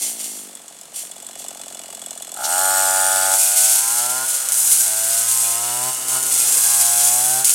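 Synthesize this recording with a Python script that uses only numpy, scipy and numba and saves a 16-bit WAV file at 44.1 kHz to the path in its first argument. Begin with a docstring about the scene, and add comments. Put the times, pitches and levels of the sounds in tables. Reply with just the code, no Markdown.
"""A brushcutter in tall grass

A two-stroke engine a few metres away, heard in mono, runs down to a lumpy, clacking idle, is revved,
then labours through sweep after sweep. One crankshaft times the exhaust pulses and the metal clatter.
Each pull of the trigger lifts and cleans the note, which changes colour as the machine swings.
Each cut shreds stalks into a bright crackle."""
import sys
import numpy as np
from scipy import signal
from scipy.fft import rfft, irfft
from scipy.io import wavfile
from scipy.ndimage import uniform_filter1d, map_coordinates
from numba import njit

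SR = 44100
rng = np.random.default_rng(int(sys.argv[2]) if len(sys.argv) > 2 else 0)


def output_pcm(signal):
    """Save a mono or channel-first signal as 16-bit PCM at the path in sys.argv[1].

    Samples are clipped to [-1, 1] before scaling.
    """
    pcm = np.clip(np.atleast_2d(signal).T, -1, 1) * 32767
    wavfile.write(sys.argv[1], SR, np.round(pcm).astype(np.int16))


N = 332514
TIME = np.arange(N) / SR

# Engine speed. Each row: time in seconds, crankshaft turns per second.
IDLE_SPEED = [(0, 60.3), (.3, 52.4), (.62, 46.1), (1.55, 45.95), (1.78, 44.8), (2.0, 44.35), (2.34, 42.2)]
WORK_SPEED = [(2.42, 65.34), (2.48, 80.9), (2.5, 87.9), (2.6, 94.1), (2.69, 95.14), (3.3, 95.16),
              (3.62, 106.9), (3.76, 109.1), (3.96, 119.3), (4.27, 132.6), (4.59, 127.3), (4.81, 110),
              (4.9, 108.5), (5.27, 116.5), (5.53, 116), (5.77, 122.3), (5.89, 128.2), (6.27, 131.4),
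              (6.53, 118.7), (6.77, 116.8), (7.08, 119.6), (7.43, 131.1), (7.54, 128.3)]
# Strength of the idle. Each row: time in seconds, relative level in dB.
IDLE_LEVEL = [(0, 5.5), (.55, -1), (.9, -1), (1.15, 2.5), (1.45, 7), (2.34, 6.5)]
# The idle's limp. Each row: start in seconds, turns per firing (a fraction mixes twos and threes).
IDLE_RHYTHM = [(.497, 2.5), (.754, 3), (.884, 2), (.971, 3), (1.361, 2.34), (1.667, 2), (2.208, 3),
               (2.28, 2)]
# The worker's swing. Each row: time in seconds, facing (0 is side on, 1 is engine towards us).
FACING = [(2.4, 0.0075), (3.4, 0.15), (3.85, 0.47), (4.02, 0.58), (4.22, 0.56), (4.32, 0.38), (4.55, 0.42),
          (4.8, 0.13), (5.1, 0.29), (5.35, 0.48), (5.6, 0.861), (6.2, 0.98), (6.7, 0.024), (7.15, 0.036),
          (7.54, 0.49)]
# The bounce off the ground. Each row: time in seconds, delay in milliseconds, share sent back.
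GROUND_BOUNCE = [(2.4, .765, .17), (2.82, .8, .14), (2.92, .93, .12), (3.4, .96, .07), (4.8, 1.08, .07),
                 (5.15, 1.3, .08), (5.55, 1.25, .14), (5.85, 1.16, .12), (6.15, 1.18, .15),
                 (6.45, 1.27, .17), (6.7, 1.315, .17), (7.54, 1.33, .12)]
# Pulls of the trigger. Each row: start, end and rise time in seconds, then base levels in dB
# for the engine's five voices: boom, lower pipe, upper pipe, muffler bark and clatter.
TRIGGER_PULLS = [(2.339, 3.344, 0.097, -42.5, -29.5, -29, -29, -19.5),
                 (3.322, 4.242, 0.073, -46.5, -32, -47, -35.5, -30),
                 (4.79, 5.894, 0.09, -42.5, -39, -46, -39, -24),
                 (6.051, 6.168, 0.24, -31.5, -30.5, -41.5, -25, -13),
                 (6.562, 7.411, 0.13, -41, -39.5, -39.5, -42, -25)]
# Those five voices in order. Each row: level with the trigger eased in dB,
# growth with speed in dB per Hz, change when the engine faces us in dB.
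VOICE_RESPONSE = [(-51, 0.5, 1), (-49, 0.36, 1), (-52.5, 0.37, 3), (-40, 0.28, -7), (-24.5, 0.3248, -3.5)]
# Runs of thumping misfires. Each row: start and end in seconds, level in dB.
STUMBLES = [(4.6, 4.821, -50), (5.944, 6.079, -44), (6.17, 6.577, -41.5), (7.418, 7.539, -47)]
# Single harmonics (multiples of the engine speed) swell or sink as the machine swings.
# Each row: start and end in seconds, harmonic number, change in dB.
HARMONIC_SWELLS = [(-.1, .5, 4, 6), (2.47, 2.97, 12, 11), (2.55, 2.95, 14, 0), (2.595, 3.272, 18, 4.5),
                   (2.694, 3.278, 19, 17.5), (3.08, 3.4, 17, -12), (3.021, 3.351, 10, -10),
                   (3.038, 3.36, 9, -2.5), (3.787, 4.04, 7, 7.5), (3.501, 3.848, 13, -4),
                   (3.52, 4.24, 10, -3), (3.547, 4.13, 14, 5.5), (3.965, 4.553, 11, 4),
                   (4.07, 4.547, 4, 11.5), (4.347, 4.53, 10, 6), (4.864, 5.243, 6, 5), (4.97, 5.318, 7, -6),
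                   (5.03, 5.35, 8, -9), (5.081, 5.453, 10, -5), (5.162, 5.641, 11, 5.5),
                   (5.26, 5.571, 12, -8), (5.563, 5.84, 8, -2), (5.15, 5.42, 3, -12), (5.599, 5.799, 10, 6),
                   (5.66, 5.92, 11, 0.5), (6.122, 6.479, 11, 6), (6.459, 6.726, 14, 6), (6.44, 6.7, 12, -3),
                   (6.371, 6.578, 7, 12), (3.4, 4.55, 1, -5), (6.38, 6.907, 3, -5), (6.492, 7.219, 9, 14.5),
                   (6.561, 6.86, 10, 10), (6.649, 6.936, 5, -6), (6.791, 7.445, 6, 7),
                   (7.027, 7.34, 13, -15), (7.28, 7.467, 12, 1.5), (7.16, 7.45, 8, -5),
                   (7.242, 7.45, 7, -8.5)]
# Bright bands in the clatter for a while as the engine revs. Each row: start and end in seconds, pitch in Hz,
# lift in dB.
BRIGHT_BANDS = [(2.453, 2.902, 8400, 3), (2.522, 3.08, 7100, 4.5), (2.56, 2.92, 11700, 8.5),
                (2.884, 3.142, 9080, 6.5)]
# Bites into the grass. 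Each row: start, end and rise time in seconds, level in dB, extra dB for stalks.
CUTS = [(-.01, 0.089, 0.0089, -23, 2.5), (0.153, 0.259, 0.054, -28, 5), (0.276, 0.39, 0.024, -32.5, 3),
        (0.93, 0.999, 0.046, -27, 2.5), (1.38, 1.392, 0.017, -31.5, 5), (3.27, 3.442, 0.14, -13, -1),
        (3.464, 3.722, 0.15, -12.5, -1.5), (3.77, 4.04, 0.1, -20, 0), (4.218, 4.387, 0.087, -20.5, -1),
        (4.522, 4.62, 0.011, -16.5, -12), (4.53, 4.799, 0.18, -13, -5), (4.802, 5.42, 0.47, -17, -3.5),
        (6.065, 6.22, 0.016, -22, -0.5), (6.173, 6.86, 0.21, -15, -1.5), (6.943, 7.31, 0.034, -16.5, -9.5),
        (6.982, 7.051, 0.018, -17.5, 1), (7.442, 7.541, 0.0057, -15.5, -2.5)]

# Single knocks. Each row: time in seconds, relative strength in dB.
CLUTCH_KNOCKS = [(0.552, -28), (0.681, -30), (0.8124, -28.5), (1.114, -27.5), (1.165, -33), (1.226, -30),
                 (1.2655, -26), (1.448, -29.5), (1.483, -22), (1.5698, -37), (1.635, -42), (1.666, -36),
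                 (1.681, -35), (1.7253, -33), (1.7466, -26), (1.8377, -41), (1.949, -27), (1.9939, -41),
                 (2.0173, -36), (2.023, -35), (2.0388, -36), (2.0616, -25), (2.1078, -22), (2.176, -26),
                 (2.222, -22), (2.271, -40), (2.2784, -33), (2.3178, -22), (2.342, -23), (2.373, -25)]
STALK_SNAPS = [(0.0568, -19), (3.606, -8), (4.4875, 0), (4.521, 0.5), (4.5424, -4), (4.576, -11),
               (5.931, -7), (5.947, -10), (6.073, -22), (6.084, -5), (7.446, 5), (7.4525, 0), (7.465, -11),
               (7.4946, 2)]
BLADE_STRIKES = [(3.399, -31), (3.438, -28.5), (5.441, -36), (6.4, -34), (7.08, -37)]
# The steel blade's notes. Each row: pitch in Hz, relative level in dB, seconds to fade by 60 dB.
BLADE_NOTES = [(2450, -2, 0.41), (2600, -7, 0.6), (2805, -9, 0.4), (5900, -2, 0.3)]
# Ringing of the casing and clutch drum. Each row: pitch in Hz, width in Hz, relative level in dB.
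CASING_NOTES = [(2940, 48, 13.5), (3374, 62, 12.5), (3473, 44, 13.5), (4130, 48, 12), (4600, 59, 8),
                (5240, 49, 9.5), (5540, 68, -7), (7020, 31, 5.5), (7970, 290, 5), (8680, 110, 0),
                (11400, 400, -8)]

# Tone colours: how much bass and treble each sound has. Each row: frequency in Hz, relative level in dB.
AIR_TONE = [(25, -36), (65, -51), (150, -9), (400, -9), (1000, -10), (1900, -12.5), (5000, -14), (9000, -7),
            (15000, -24)]
TICK_TONE = [(80, -17), (1200, -8), (1900, -11), (2500, -12), (3400, -11), (5000, -13.5), (6500, -4),
             (8200, -1.5), (10000, -8.5), (12000, -10), (13500, -22), (16000, -43)]
KNOCK_TONE = [(100, -62), (2400, -44), (3400, -6.5), (5000, -12.5), (7200, 9.5), (8100, 6.5), (10000, 1.5),
              (13000, -3), (16000, -25)]
SCRAPE_TONE = [(1060, -41), (1800, -21), (2530, -21), (2820, -11), (4090, -5), (4980, -7), (5650, 1),
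               (14200, -14), (15500, -22)]
CLATTER_TONE = [(400, -41), (1500, -8.5), (2600, -12), (5000, -5.5), (6800, 0), (7600, 2.5), (8400, 5.5),
                (9100, 5), (10600, -1.5), (11900, -2.5), (13500, -7), (16000, -12.5)]
GRASS_TONE = [(1120, -30), (1900, -25), (2120, -12), (2330, -19), (2520, -14.5), (3440, -12.5), (3800, -13),
              (5360, -8.5), (6460, -2.5), (8960, 2), (10600, -1.5), (13000, -7.5), (14800, -15.5),
              (15800, -17)]
PUFF_TONE = [(50, -50), (90, -22), (135, -29), (180, 1), (225, 8.5), (350, 3.5), (430, 3.5), (800, -16)]
POP_TONE = [(200, -24), (420, -17), (550, 1.5), (670, 0.5), (850, -0.5), (1050, -24), (1350, -15),
            (1900, -41), (3000, -36)]
MISFIRE_TONE = [(60, -40.5), (100, 4), (125, 14), (190, 2), (290, 18), (400, 14), (500, 18), (850, 6),
                (1200, -3.5)]
RASP_TONE = [(60, -49), (250, -14.5), (600, 18), (1500, 14), (2300, 11), (3500, 14.5), (5000, -10),
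             (9000, -22)]
LOWER_PIPE_TONE = [(60, -56), (400, -37), (490, -2.5), (570, 20.5), (760, 17), (820, 17.5), (920, -20.5)]
UPPER_PIPE_TONE = [(100, -71.5), (700, 2.5), (790, 24.5), (855, 34), (950, 19.5), (1040, 23.5), (1130, 12),
                   (1300, -12.5)]
OUTLET_TONE = [(100, -30), (400, -32), (600, 3.5), (750, 8.5), (900, 2), (1020, 12), (1160, -23),
               (1400, -21), (1800, -34), (2400, -45)]
BARK_TONE = [(100, -46), (900, -14), (1130, 24.5), (1240, 38.5), (1430, 31), (1720, 32.5), (1820, 16),
             (1950, 10), (2400, -15)]
BOOM_TONE = [(45, -42), (95, 8.5), (135, 13), (190, -10.5), (245, 8), (380, 11), (480, 7), (650, -4.5)]

# When the engine stops coasting, its idle settles, the clutch starts to grip and the revving begins.
COAST_END_S, SETTLED_S, GRIP_S, REV_S = .5, 1.361, 2.334, 2.36


def amp(db):
    """Turn decibels into a number to multiply by."""
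    return 10 ** (np.asarray(db) / 20)


def curve(rows):
    """Join each column of a table with straight lines through time."""
    times, *columns = np.transpose(rows)
    return [np.interp(TIME, times, column) for column in columns]


def envelope(start, end, attack_s, release_s):
    """Rise in a straight line, hold until the end, die away."""
    return np.clip((TIME - start) / attack_s, 0, 1) * np.exp(-np.maximum(TIME - end, 0) / release_s)


def noise():
    """Plain hiss (white noise) of strength 1."""
    return rng.standard_normal(N)


def waver(depth_db=.95, count=50):
    """A volume that wanders a little, through `count` random points."""
    return amp(depth_db * np.interp(TIME, np.linspace(0, TIME[-1], count), rng.standard_normal(count)))


def scatter(times, spread_db):
    """A random size for each stroke, never far beyond the usual spread."""
    return amp(spread_db * np.clip(rng.standard_normal(len(times)), -2, 2))


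def steady(x, size=4000):
    """Hold the average strength over `size` samples at 1, keeping faster flutter."""
    power = uniform_filter1d(uniform_filter1d(x ** 2, size), size // 2)
    return x / np.sqrt(np.abs(power) + 1e-12)


def tone_gains(tone, size):
    """Spread a tone table over evenly spaced frequencies."""
    hz, db = np.transpose(tone)
    grid = np.maximum(np.arange(size // 2 + 1) * SR / size, 1)
    return amp(np.interp(np.log(grid), np.log(hz), db))


def colour(x, tone, size=4096):
    """Give a sound a tone colour that rings only after each click; plain hiss keeps its strength."""
    cepstrum = irfft(np.log(tone_gains(tone, size)))
    response = irfft(np.exp(rfft(2 * cepstrum[:size // 2], size)))
    return signal.fftconvolve(x, response / np.linalg.norm(response))[:N]


def burst(x, tone, size=1024):
    """Turn each click into a short puff that rises and falls alike."""
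    shape = np.roll(irfft(tone_gains(tone, size)), size // 2)
    return signal.fftconvolve(x, shape, "same")


def clicks(times, sizes, count=6):
    """Clean clicks at exact times, even between samples."""
    at = times[:, None] * SR
    index = np.floor(at).astype(int) + np.arange(1 - count, count + 1)
    taps = np.sinc(index - at) * np.sinc((index - at) / count) * np.reshape(sizes, (-1, 1))
    return np.bincount(np.clip(index, 0, N - 1).ravel(), taps.ravel(), N)


def ring_out(x, decay_s):
    """Give every click a fading tail."""
    return signal.lfilter([1], [1, -np.exp(-1 / (decay_s * SR))], x)


def resonate(x, hz, width_hz):
    """Ring at one pitch; the narrower the width, the longer the ring."""
    return signal.lfilter(*signal.iirpeak(hz, hz / width_hz, SR), x)


@njit
def resonate_moving(x, hz, width_hz):
    """Ring at a pitch that may glide (a state-variable band-pass filter)."""
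    y, band, low = np.empty(len(x)), 0., 0.
    for i in range(len(x)):
        tuning, damping = np.tan(np.pi * hz[i] / SR), width_hz / hz[i]
        ring = (band + tuning * (x[i] + 1e-18 - low)) / (1 + tuning * (tuning + damping))
        band, low = 2 * ring - band, low + 2 * tuning * ring
        y[i] = damping * ring
    return y


def swell(x, hz, width_hz, start, end, db, fade_s=.13):
    """What to add to a sound to turn one narrow band up or down for a while."""
    fade = np.clip(np.minimum(TIME - start, end - TIME) / fade_s + .5, 0, 1)
    return (amp(db * fade) - 1) * resonate_moving(x, hz * np.ones(N), float(width_hz))


def strokes(turns, offset=0):
    """The times at which a shaft passes one point of its turn."""
    return np.interp(np.arange(int(turns[-1])) + offset % 1, turns, TIME)


def revved(rise_s=.44):
    """0 at idle, 1 once the engine has picked up."""
    return np.clip((TIME - REV_S) / rise_s, 0, 1)


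def engaged(rise_s=.17):
    """0 while the clutch is free, 1 once it drives the blade."""
    return np.clip((TIME - GRIP_S) / rise_s, 0, 1)


def idling():
    """Volume of the idle sounds, which give way as the engine picks up."""
    return amp(curve(IDLE_LEVEL)[0]) * (1 - revved())


def throttle(hz, facing, span_hz=11):
    """Trigger position and each voice's volume: a pull lifts them, and they swell with speed."""
    eased_db, swell_db, facing_db = np.transpose(VOICE_RESPONSE)[..., None]
    trigger, power = 0, (revved() * amp(eased_db)) ** 2
    for start, end, attack, *db in TRIGGER_PULLS:
        held = envelope(start, end, attack, release_s=.028)
        gained_hz = np.clip(hz - np.average(hz, weights=held), -span_hz, span_hz)
        power = power + (held * amp(np.array(db)[:, None] + swell_db * gained_hz)) ** 2
        trigger = trigger + held
    return np.minimum(trigger, 1), np.sqrt(power) * amp(facing_db * facing)


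def outdoor_air():
    """The faint, even hush of the open air."""
    return amp(-45.5) * colour(noise(), AIR_TONE)


def over_ground(x, mat_ms=.065):
    """Cut grass bounces treble off its top and, flipped, from beneath; the delay follows the swing."""
    lag_ms, bounce = curve(GROUND_BOUNCE)
    top, beneath = (map_coordinates(x, [(TIME - ms / 1000) * SR], order=3)
                    for ms in (lag_ms - mat_ms, lag_ms))
    return (x + bounce * (top - beneath)) / np.hypot(1, 2 * bounce)


def casing(x, tone, ring_db):
    """Knocks set the engine's metal shell ringing."""
    rings = sum(amp(db) * resonate(x + 1e-18, hz, width) for hz, width, db in CASING_NOTES)
    return colour(x + amp(ring_db) * rings, tone)


def piston_ticks(turns):
    """At idle each piston slap is a separate, softly ringing tick, slightly uneven in time."""
    slaps = strokes(turns, offset=.6)
    knocks = clicks(slaps + .003 * rng.random(len(slaps)), scatter(slaps, spread_db=2.5))
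    rattle = (.035 + .2 * ring_out(knocks, decay_s=.004)) * noise()
    return amp(-44) * idling() * steady(casing(rattle, TICK_TONE, ring_db=-2.5), size=8000)


def clutch_knocks():
    """At idle the loose clutch shoes knock on their drum and briefly chatter."""
    times, db = np.transpose(CLUTCH_KNOCKS)
    knocks = clicks(times, amp(db))
    chatter = (ring_out(knocks, decay_s=.002) + .2 * ring_out(knocks, decay_s=.01)) * noise()
    return amp(-3.5) * casing(chatter + knocks, KNOCK_TONE, ring_db=4)


def clutch_scrape(start_s=2.43, length_s=.03):
    """The shoes fly out and rasp against the drum just before they fully grip."""
    press = envelope(start_s, start_s + length_s, attack_s=.017, release_s=.011)
    return amp(-21.5) * press * colour(noise(), SCRAPE_TONE)


def blade_ring():
    """The steel blade rings on after meeting something hard."""
    times, db = np.transpose(BLADE_STRIKES)
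    age = TIME[:SR]
    ring = sum(amp(level) * np.sin(2 * np.pi * hz * age) * amp(-60 * age / fade_s)
               for hz, level, fade_s in BLADE_NOTES)
    return signal.fftconvolve(clicks(times, amp(db)), ring)[:N]


def clatter(turns, gain, facing, band_width_hz=290):
    """At speed the piston slaps, weaker on the way back, merge into a buzz with the hiss of gears."""
    slaps, returns = strokes(turns, offset=.3), strokes(turns, offset=.92)
    knocks = clicks(slaps, scatter(slaps, spread_db=3.5))
    knocks += .019 * clicks(returns, scatter(returns, spread_db=1))
    # the shell's countless small rings smear every slap in the same way
    age = TIME[:700]
    shell = rng.standard_normal(len(age)) * np.exp(-age / .004)
    buzz = signal.fftconvolve(knocks, shell)[:N]
    rattle = .55 * buzz + (.8 + ring_out(knocks, decay_s=.003)) * noise()
    # a narrow whine leaves the back of the engine
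    whine = resonate(resonate(rattle, hz=2900, width_hz=210), hz=3100, width_hz=220)
    metal = casing(rattle, CLATTER_TONE, ring_db=-11.5)
    metal += sum(swell(metal, hz, band_width_hz, start, end, db) for start, end, hz, db in BRIGHT_BANDS)
    return gain * engaged() * steady(metal) + amp(-44) * facing * steady(whine)


def stalk_snaps():
    """A thick stalk breaks with a crack and a brief splintering."""
    times, db = np.transpose(STALK_SNAPS)
    breaks = clicks(times, amp(db))
    splinters = (ring_out(breaks, decay_s=.00075) + .36 * ring_out(breaks, decay_s=.017)) * noise()
    return amp(-9.5) * colour(splinters, GRASS_TONE)


def blade_contact(stubble_db=-28):
    """How hard the blade cuts leaves and stalks: each bite adds to a light brushing of stubble."""
    leaf_power = stalk_power = (amp(stubble_db) * engaged()) ** 2
    for start, end, attack, db, stalk_db in CUTS:
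        # leaves keep flying for longer after a long cut
        bite = amp(db) * envelope(start, end, attack, release_s=.029 + .35 * (end - start))
        leaf_power = leaf_power + bite ** 2
        stalk_power = stalk_power + (amp(stalk_db) * bite) ** 2
    return np.sqrt(leaf_power), np.sqrt(stalk_power)


def grass_shredding(turns, gear_ratio=.74, crack_spread_db=8, cracks_per_s=2600, split_hz=6060):
    """Two blade tips tear through stalks: clumps of tiny cracks over the swish of flying leaves."""
    passes = strokes(2 * gear_ratio * turns)
    hits = passes + .006 * rng.random(len(passes))  # a tip meets its stalk anywhere along its arc
    bite = 11.5 + ring_out(clicks(hits, scatter(hits, spread_db=12)), decay_s=.027)
    cracking = rng.random(N) < cracks_per_s / SR
    sizes = amp(crack_spread_db * np.minimum(rng.exponential(size=N), 4))
    cracks = cracking * sizes * np.sign(noise())
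    tearing = bite * (cracks / np.std(cracks) + 2.46 * noise())
    shred = steady(colour(tearing, [(200, -89)] + list(GRASS_TONE)))
    # stalks tear below the split, leaves shred above it
    stalks = signal.sosfiltfilt(signal.butter(2, split_hz, fs=SR, output="sos"), shred)
    leaves = shred - stalks
    leaf_gain, stalk_gain = blade_contact()
    # tufts come unevenly, so leaves and stalks each swish on their own
    tufts, clumps = waver(depth_db=1, count=170), waver(depth_db=1.2, count=130)
    return tufts * leaf_gain * leaves + clumps * stalk_gain * stalks


def firings(times):
    """Which turns of the idling crankshaft fire: every second or third one."""
    starts, gaps = np.transpose(IDLE_RHYTHM)
    first_turn = np.abs(times[:, None] - starts).argmin(axis=0)
    turn = np.arange(len(times))
    row = np.maximum(np.searchsorted(first_turn, turn, side="right") - 1, 0)
    since = turn - first_turn[row]
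    return np.ceil(since / gaps[row]) < (since + 1) / gaps[row]


def idle_exhaust(turns, puff_db=-58.5, coast_db=-47, pop_db=-52.5):
    """Starved of fuel, the engine pops hard only on some turns; those between mostly puff."""
    times = strokes(turns)
    recovery = np.interp(times, [COAST_END_S, SETTLED_S], [.45, 1]) * (times > COAST_END_S - .03)
    fired = firings(times) * recovery
    puffs = clicks(times, (1 - .25 * fired) * scatter(times, spread_db=.7))
    pops = clicks(times + .001, (.36 + fired) * scatter(times, spread_db=.8))
    pipe_ring = 1.3 * resonate(pops, hz=680, width_hz=40)
    hiss = .016 * ring_out(pops, decay_s=.014) * noise()
    popping = steady(burst(pops + pipe_ring + hiss, POP_TONE), size=6000)
    coasting = envelope(-.8, COAST_END_S, attack_s=.91, release_s=.06)
    puff_gain = np.hypot(amp(puff_db) * idling(), amp(coast_db) * coasting)
    return puff_gain * steady(colour(puffs, PUFF_TONE)) + amp(pop_db) * idling() * popping


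def misfires(times, weak_drop=.55, slip_chance=.1):
    """With too much fuel the engine growls: only every other turn is strong, and the beat may slip."""
    weak = np.cumsum(1 + (rng.random(len(times)) < slip_chance)) % 2
    pulses = clicks(times, (1 - weak_drop * weak) * scatter(times, spread_db=1.2))
    gusts = .05 * ring_out(pulses, decay_s=.012) * noise()
    gain = sum(amp(db) * envelope(start, end, attack_s=.056, release_s=.053)
               for start, end, db in STUMBLES)
    return gain * steady(colour(pulses + gusts, MISFIRE_TONE))


def jet_rasp(pulses, bark_gain):
    """The jet of gas at the outlet rasps once a turn, louder when the muffler barks."""
    jet = pulses + .06 * ring_out(pulses, decay_s=.004) * noise()
    gain = np.hypot(amp(-42) * revved(), amp(-12) * bark_gain)
    return gain * steady(colour(jet, RASP_TONE))


def muffler_bark(gas, facing, cold_drop=.13, warm_s=1.17, can_hz=1431, can_width_hz=22):
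    """The muffler rings, lower until its gas warms; its can sings when a harmonic crosses its note."""
    warmth = 1 - cold_drop * np.exp(-np.maximum(TIME - REV_S, 0) / warm_s)
    ring = resonate_moving(gas, hz=warmth * (1610 - 330 * facing), width_hz=71.)
    bark = colour(ring + .27 * gas, BARK_TONE)
    can = resonate(resonate(gas, can_hz, can_width_hz), can_hz, 3 * can_width_hz)
    return waver() * (steady(bark) + amp(-12) * can / np.std(can))


def exhaust_pipe(pulses, gas, trigger, facing, lower_gain, upper_gain):
    """Two pipe tones shift with the swing, giving way to the bare pulse as the outlet points at us."""
    lower = resonate_moving(gas, hz=745 + 24.99 * facing, width_hz=172.)
    upper = resonate_moving(gas, hz=780 + 326 * np.sqrt(np.abs(facing)), width_hz=150.)
    # about halfway round, the lower tone nearly cancels and the upper one stands out
    halfway = trigger * np.exp(-((facing - .49) / .086) ** 2)
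    tones = amp(-20 * halfway) * lower_gain * steady(colour(lower, LOWER_PIPE_TONE))
    tones += amp(6.5 * halfway) * upper_gain * waver() * steady(colour(upper, UPPER_PIPE_TONE))
    outlet = amp(1.5) * np.hypot(lower_gain, upper_gain) * steady(burst(.5 * (pulses + gas), OUTLET_TONE))
    aimed = np.clip((facing - .639) / .25, 0, 1)
    return np.sqrt(1 - aimed) * tones + np.sqrt(aimed) * outlet


def working_exhaust(turns, hz, trigger, facing, gains, rough_eased=.29, rough_pulled=.04):
    """A pulse each turn rings pipe and muffler; rough burning makes it uneven and adds a gust of gas."""
    boom_gain, lower_gain, upper_gain, bark_gain = gains
    times = strokes(turns)
    roughness = np.interp(times, TIME, rough_eased + (rough_pulled - rough_eased) * trigger)
    uneven_times = times + .00012 * roughness * rng.standard_normal(len(times))
    pulses = clicks(uneven_times, scatter(times, spread_db=2 * roughness))
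    gas = pulses + .11 * ring_out(clicks(times, roughness), decay_s=.02) * noise()
    note = boom_gain * steady(colour(pulses, BOOM_TONE))
    note += exhaust_pipe(pulses, gas, trigger, facing, lower_gain, upper_gain)
    note += misfires(times)
    note += bark_gain * muffler_bark(gas, facing)
    note += jet_rasp(pulses, bark_gain)
    return note + sum(swell(note, round(harmonic) * hz, 21, start, end, db)  # bands 21 Hz wide
                      for start, end, harmonic, db in HARMONIC_SWELLS)


def scene():
    """The crankshaft sets the pace of exhaust, clatter and cutting; faint outdoor air lies beneath."""
    hz, = curve(list(IDLE_SPEED) + list(WORK_SPEED))
    facing, = curve(FACING)
    turns = np.cumsum(hz) / SR
    turns -= np.interp(SETTLED_S, TIME, turns) % 1  # a firing marks the start of a turn
    trigger, (*exhaust_gains, clatter_gain) = throttle(hz, facing)
    exhaust = working_exhaust(turns, hz, trigger, facing, exhaust_gains) + idle_exhaust(turns)
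    metal = piston_ticks(turns) + clutch_knocks() + clutch_scrape() + blade_ring()
    cutting = over_ground(clatter(turns, clatter_gain, facing) + grass_shredding(turns)) + stalk_snaps()
    mono = outdoor_air() + metal + cutting + exhaust
    return np.array([mono, mono])


def record(dry, ceiling=.9, top_hz=15900):
    """Round off the very highest peaks and cut the top of the treble."""
    rounded = dry / (1 + (dry / ceiling) ** 6) ** (1 / 6)
    return signal.sosfilt(signal.ellip(10, .2, 70, top_hz, fs=SR, output="sos"), rounded)


dry = scene()
out = record(dry)
output_pcm(out)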